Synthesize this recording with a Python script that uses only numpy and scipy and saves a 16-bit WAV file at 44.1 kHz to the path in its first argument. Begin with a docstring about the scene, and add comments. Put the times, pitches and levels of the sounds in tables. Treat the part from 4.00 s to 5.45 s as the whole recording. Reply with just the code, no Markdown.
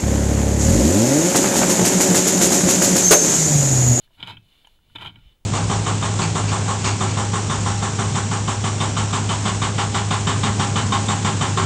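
"""An elk rubs its antlers on a slim tree at night, close by, over air rumble, recorder hiss and a faint whine.
Two light taps, then a short stroke at 0.2 s: the antler catches and slips on the bark, a gritty rasp
with sharp clacks, while the trunk thrums and the tines ring faintly. A few taps and a soft rustle follow.
A second stroke comes at 0.95 s; low thuds close it and the rustle fades."""
import sys
import numpy as np
from scipy import signal
from scipy.fft import rfft, irfft
from scipy.io import wavfile
from scipy.ndimage import uniform_filter1d, map_coordinates

SR = 44100
rng = np.random.default_rng(int(sys.argv[2]) if len(sys.argv) > 2 else 0)


def wav_out(sig):
    """Save sig, one row per channel (or a flat mono array), as 16-bit PCM at SR to the path in sys.argv[1]."""
    wavfile.write(sys.argv[1], SR, np.round(np.clip(np.atleast_2d(sig).T, -1, 1) * 32767).astype(np.int16))


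N = 63945

# resonances of antler on bark: centre_hz, width_hz, gain_db
CONTACT_RESONANCES = [(329, 186, -11.5), (501, 108, -10.5), (620, 234, -12), (933, 90, 0.5), (1410, 65, -1),
                      (1596, 60, -6.5), (1784, 70, -10.5), (1967, 31, -6.5), (2266, 76, -1.5),
                      (2453, 92, -2.5), (3015, 96, 2), (3250, 120, -5.5), (3525, 49, 1), (3951, 51, 1),
                      (4290, 59, -10), (5010, 160, -3)]
# bark crackle spectrum: freq_hz, gain_db
BARK_SPECTRUM = [(3000, -33), (5000, -33), (5600, -6), (7100, 1), (9300, -6), (11300, -1.5), (13500, -13),
                 (16000, -16)]
CRACK_DECAY_S = .0013


def from_db(db):
    """Decibels to gain."""
    return 10 ** (np.asarray(db) / 20)


def rms_one(x):
    """Scale to rms 1."""
    return x / np.sqrt(np.mean(x ** 2) + 1e-20)


def seconds():
    """Time of every sample."""
    return np.arange(N) / SR


def click(start_s):
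    """Unit impulse."""
    return 1. * (np.arange(N) == int(start_s * SR))


def gain_curve(points):
    """Gain along (time_s, level_db) points, silent outside them."""
    time_s, level_db = np.transpose(points)
    return from_db(np.interp(seconds(), time_s, level_db, left=-150, right=-150))


def random_curve(knots_per_s):
    """Straight lines between Gaussian random values."""
    knots_s = np.arange(600) / knots_per_s
    return np.interp(seconds(), knots_s, rng.standard_normal(len(knots_s)))


def steady(x, window_samples):
    """Hold the running rms at 1."""
    return x / np.sqrt(np.abs(uniform_filter1d(x * x, window_samples)) + 1e-20)


def colour(x, spectrum):
    """Filter by (freq_hz, gain_db) points; white noise keeps its power."""
    freq_hz, gain_db = np.transpose(spectrum)
    bins_hz = np.arange(N + 1) * SR / (2 * N)
    response = from_db(np.interp(np.log(bins_hz + 1), np.log(freq_hz), gain_db))
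    return irfft(rfft(x, 2 * N) * rms_one(response))[:N]


def resonate(x, centre_hz, width_hz):
    """One resonance, peak gain 1."""
    r = np.exp(-np.pi * width_hz / SR)
    poles = [1, -2 * r * np.cos(2 * np.pi * centre_hz / SR), r * r]
    return signal.lfilter(np.array([1, 0, -1]) * (1 - r * r) / 2, poles, x + 1e-18)


def resonator_bank(x, resonances, top_hz):
    """Parallel resonances of alternating sign, then a steep low-pass."""
    summed = sum((-1) ** k * from_db(gain_db) * resonate(x, centre_hz, width_hz)
                 for k, (centre_hz, width_hz, gain_db) in enumerate(resonances))
    return signal.sosfilt(signal.butter(8, top_hz, fs=SR, output="sos"), summed)


def ring(force, modes):
    """A force excites decaying sines."""
    out = 0
    for pitch_hz, gain_db, t60_s in modes:
        r = from_db(-60 / (t60_s * SR))
        w = 2 * np.pi * pitch_hz / SR
        mode = signal.lfilter([0, np.sin(w)], [1, -2 * r * np.cos(w), r * r], force + 1e-18)
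        out += from_db(gain_db) * mode
    return out


def slips(rate_per_s=1600, spread_db=2.5):
    """Dense tiny friction slips of uneven size, at an even overall level."""
    sizes = from_db(spread_db * np.minimum(rng.exponential(1, N), 4)) * rng.choice([-1, 1], N)
    return steady(sizes * (rng.random(N) < rate_per_s / SR), window_samples=400)


def background(noise_db=-61, whine_db=-87, line_hz=15625, field_hz=50):
    """Air rumble, hiss and a camera's faint line whine, throbbing at its field rate."""
    # still air and recorder hiss: freq_hz, gain_db
    floor_spectrum = [(20, 4.5), (50, -3.5), (110, -9), (200, -16), (400, -21.5), (900, -26), (2000, -32.5),
                      (3100, -34.5), (4500, -36), (9000, -37.5), (15500, -38.5)]
    phase_per_hz = 2 * np.pi * seconds()
    throb = 1 + .75 * np.sin(field_hz * phase_per_hz)
    whine = from_db(whine_db) * np.sin(line_hz * phase_per_hz) * throb
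    return from_db(noise_db) * colour(rng.standard_normal(N), floor_spectrum) + whine


def tree_echoes(x, t60_s=.3, gain_db=-22):
    """Faint scattered echoes from the trees."""
    tail = rng.standard_normal(N) * from_db(-60 * seconds() / t60_s)
    return from_db(gain_db) * signal.fftconvolve(x, tail / np.linalg.norm(tail))[:N]


def rustle():
    """Soft brushing that swells and fades as the animal moves."""
    # brushing envelope: time_s, level_db
    brush_levels = [(0, -66.5), (.045, -65), (.09, -75.5), (.15, -61.5), (.2, -88), (.4, -69), (.47, -68),
                    (.53, -60), (.62, -63.5), (.75, -67.5), (.8, -74), (.92, -65.5), (1.1, -76),
                    (1.25, -61), (1.325, -63.5), (1.36, -74.5), (1.45, -80)]
    # brushing spectrum: freq_hz, gain_db
    brush_spectrum = [(300, -15.5), (850, -12.5), (1900, -14.5), (2330, -4.5), (2600, -11.5), (3020, 5.5),
                      (3270, -11), (3550, 2.5), (3750, -7.5), (4100, -11.5), (4650, -25.5), (5000, -16.5),
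                      (5600, -27), (15000, -32)]
    # airy treble envelope: time_s, level_db
    airy_levels = [(0, -70.5), (.045, -64.5), (.09, -84), (.15, -68.5), (.4, -84), (.45, -71.5), (.6, -69),
                   (.76, -70.5), (.8, -82.5), (.92, -70.5), (1.3, -84), (1.36, -74)]
    # airy treble spectrum: freq_hz, gain_db
    airy_spectrum = [(2500, -0.5), (4100, 13.5), (5600, -9.5), (7000, -1.5), (8500, -8), (11500, 1.5),
                     (15000, -14)]
    brush = gain_curve(brush_levels) * colour(rng.standard_normal(N), brush_spectrum)
    airy = gain_curve(airy_levels) * colour(rng.standard_normal(N), airy_spectrum)
    return brush + airy


def taps(spot_db=-5, spot_t60_s=.04, highpass_hz=573):
    """A tine touches the bark lightly; each spot has its own note and brightness."""
    # touches: start_s, level_db, bright_hz, spot_hz
    touches = [(.076, -59, 2500, 1690), (.1065, -52.5, 1300, 670), (0.6456, -50.5, 1700, 800),
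               (0.6718, -45, 12000, 896), (0.789, -58, 1820, 1410), (0.899, -56, 1800, 1460)]
    # modes common to all taps: pitch_hz, gain_db, t60_s
    tap_modes = [(970, -7, 0.043), (1455, -15, 0.032), (1690, -9.5, 0.023), (2954, 1, 0.038),
                 (5830, -16, 0.022), (6720, -8, 0.015), (9850, -11.5, .022)]
    out = 0
    for start_s, level_db, bright_hz, spot_hz in touches:
        softness = signal.butter(2, min(bright_hz, SR / 3), fs=SR)
        force = signal.lfilter(*softness, from_db(level_db) * click(start_s) + 1e-18)
        out += ring(force, tap_modes + [(spot_hz, spot_db, spot_t60_s)])
    return signal.lfilter(*signal.butter(2, highpass_hz, "high", fs=SR), out)


def trunk():
    """The trunk thrums under each stroke and knocks as the weight shifts."""
    # swaying load, one list per stroke: time_s, level_db
    loads = [
        [(.17, -62), (.205, -56.5), (.24, -43.5), (.26, -50), (.305, -43), (.34, -48), (.395, -50), (.42, -57),
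         (.52, -74)],
        [(.88, -63), (.945, -62.5), (.965, -48.5), (1.03, -47), (1.065, -43), (1.11, -50.5), (1.185, -50.5),
         (1.23, -63), (1.33, -63.5)],
    ]
    # bending resonances: centre_hz, width_hz, gain_db
    bending = [(71.5, 54, -6), (111.9, 18.5, 5), (145, 16.4, -3.5), (172, 20.6, -3), (292, 210, -20)]
    # dull thuds and woody knocks: start_s, level_db, pitch_hz, t60_s
    thuds = [(.193, -48, 292, 0.098), (0.232, -29.5, 161, 0.028), (.242, -42.5, 920, 0.023),
             (0.954, -39, 296.4, 0.064), (1.0525, -33.5, 976, 0.02), (1.067, -38, 145, 0.059),
             (1.224, -47.5, 39.3, 0.41), (1.258, -39, 56, 0.12)]
    thrum = steady(resonator_bank(slips(), bending, top_hz=337), window_samples=1200)
    load = sum(gain_curve(stroke) for stroke in loads)
    knocks = sum(ring(click(start_s), [(pitch_hz, level_db, t60_s)])
                 for start_s, level_db, pitch_hz, t60_s in thuds)
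    return thrum * load + knocks


def tines(scraping, relative_db=-13.5):
    """The antler rings on after the scraping."""
    # tine modes: pitch_hz, gain_db, t60_s
    tine_modes = [(1416, -3, 0.23), (1626, -2, 0.25), (2245, 8, 0.083), (2600, 5, 0.25), (2970, -6.5, 0.26)]
    return from_db(relative_db) * np.std(scraping) * rms_one(ring(scraping, tine_modes))


def chips():
    """Bark flakes break off with short bright cracks."""
    # flakes: start_s, level_db
    flakes = [(.2748, -48.5), (0.299, -56), (.957, -51.5), (1.012, -54.5), (1.0498, -55)]
    envelope = 0
    for start_s, level_db in flakes:
        age = (seconds() - start_s) / CRACK_DECAY_S
        envelope += from_db(level_db) * (age >= 0) * np.exp(-np.abs(age))
    return colour(envelope * rng.standard_normal(N), BARK_SPECTRUM)


def clacks(skid_gain=2, contact_db=7, snap_db=1, snap_t60_lengths=3.8, crackle_base_db=-29.5):
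    """The antler catches and lets go: each release is a ringing snap and a short skid."""
    # releases: start_s, level_db, length_s, pitch_hz, top_hz, crackle_db
    releases = [(0.203, -40.5, 0.0057, 3250, 4180, 1), (0.2274, -28, 0.0072, 3120, 4160, -5.5),
                (0.236, -41, 0.011, 3290, 4270, -5), (0.273, -35.5, 0.0093, 3020, 4070, 5),
                (0.3695, -42, 0.0087, 3150, 3260, -7), (0.648, -50, 0.0091, 3114, 3200, -18),
                (0.9578, -34, 0.012, 3534, 3580, -18), (0.984, -37.5, 0.0054, 3080, 3600, -1),
                (1.0106, -38, 0.01, 3000, 3540, -6), (1.025, -41, 0.005, 3050, 3900, 1),
                (1.0473, -41, 0.014, 3050, 3950, 2), (1.0605, -28, 0.0017, 3170, 3820, -15),
                (1.0639, -42, 0.019, 2983, 3580, -12), (1.073, -37.5, 0.012, 3160, 3550, -15),
                (1.093, -44.5, 0.011, 3110, 3260, -16), (1.158, -46.5, 0.0054, 3100, 3250, -12)]
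    # snap modes: pitch_ratio, gain_db
    snap_modes = [(0.749, -7.5), (1.003, 6), (1.09, -4)]
    out = 0
    for start_s, level_db, length_s, pitch_hz, top_hz, crackle_db in releases:
        age = (seconds() - start_s) / length_s
        skid = (age >= 0) * from_db(-12 * age ** 2) * slips()
        force = click(start_s) + skid_gain * skid / np.linalg.norm(skid)
        contact = from_db(contact_db) * resonate(force, pitch_hz, width_hz=600)
        knock = resonator_bank(force + contact, CONTACT_RESONANCES, top_hz)
        modes = [(pitch_hz * ratio, db, snap_t60_lengths * length_s) for ratio, db in snap_modes]
        snap = ring(click(start_s), modes)
        # a yielding contact rounds the onset: band 3900 Hz wide
        snap = resonator_bank(snap, [(pitch_hz, 3900, 0)], top_hz)
        clack = rms_one(rms_one(knock) + from_db(snap_db) * rms_one(snap))
        crackle = from_db(crackle_base_db + crackle_db) * rms_one(colour(force, BARK_SPECTRUM))
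        out += from_db(level_db) * np.sqrt(length_s * SR / N) * (clack + crackle)
    return out


def bark_crackle(crumbs_per_s=700, bed_gain=.5):
    """Crisp noise bursts as the bark crumbles."""
    breaks = (rng.random(N) < crumbs_per_s / SR) * rng.uniform(0.37, 1, N)
    bursts = signal.lfilter([1], [1, -np.exp(-1 / (CRACK_DECAY_S * SR))], breaks)
    crumbling = steady(rng.standard_normal(N) * (bursts + bed_gain), window_samples=700)
    return colour(crumbling, BARK_SPECTRUM)


def wander(x, pitch_spread=.014):
    """The resonances waver in pitch as the contact slides along the antler."""
    speed_offset = pitch_spread * random_curve(knots_per_s=55)
    return map_coordinates(x, [np.arange(N) + np.cumsum(speed_offset)], order=3, mode="mirror")


def judder(spread_db=1.8):
    """Uneven gain of the antler sticking and jerking free."""
    return from_db(spread_db * random_curve(knots_per_s=110))


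def rasp(crackle_exponent=.15):
    """Slips drive the contact resonances; the bark crackles more the harder it is rubbed."""
    # friction, one list per stroke: time_s, level_db
    strokes = [
        [(.165, -77), (.184, -53.5), (.207, -44), (.221, -49.5), (.24, -43.5), (.258, -47), (.268, -43.5),
         (.286, -36.5), (.305, -36), (.33, -47.5), (.36, -58.5), (.385, -82), (.405, -100)],
        [(.949, -62), (.955, -39), (.966, -41), (.977, -51.5), (1.005, -42.5), (1.02, -38), (1.041, -41),
         (1.056, -38.5), (1.072, -39.5), (1.12, -61), (1.19, -60.5), (1.22, -74)],
    ]
    # brightness per stroke: top_hz, crackle_db
    brightness = [(4070, -25), (3900, -25.5)]
    out = 0
    for stroke, (top_hz, crackle_db) in zip(strokes, brightness):
        friction = gain_curve(stroke)
        crackle = from_db(crackle_db) * bark_crackle() * (friction / friction.max()) ** crackle_exponent
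        scrape = resonator_bank(slips(), CONTACT_RESONANCES, top_hz)
        scrape = steady(wander(scrape), window_samples=300)
        out += (scrape + crackle) * judder() * friction
    return out


def scene():
    """Antler on bark, the trunk and the night around them, in mono."""
    scraping = rasp()
    contact = scraping + clacks() + chips() + taps()
    return (contact + tines(scraping) + tree_echoes(contact) + trunk() + rustle() + background())[None]


def record(dry):
    """Steep low-pass."""
    cutoff_hz = 15800
    return signal.sosfilt(signal.ellip(12, .1, 80, cutoff_hz, fs=SR, output="sos"), dry)


dry = scene()
out = record(dry)
wav_out(out)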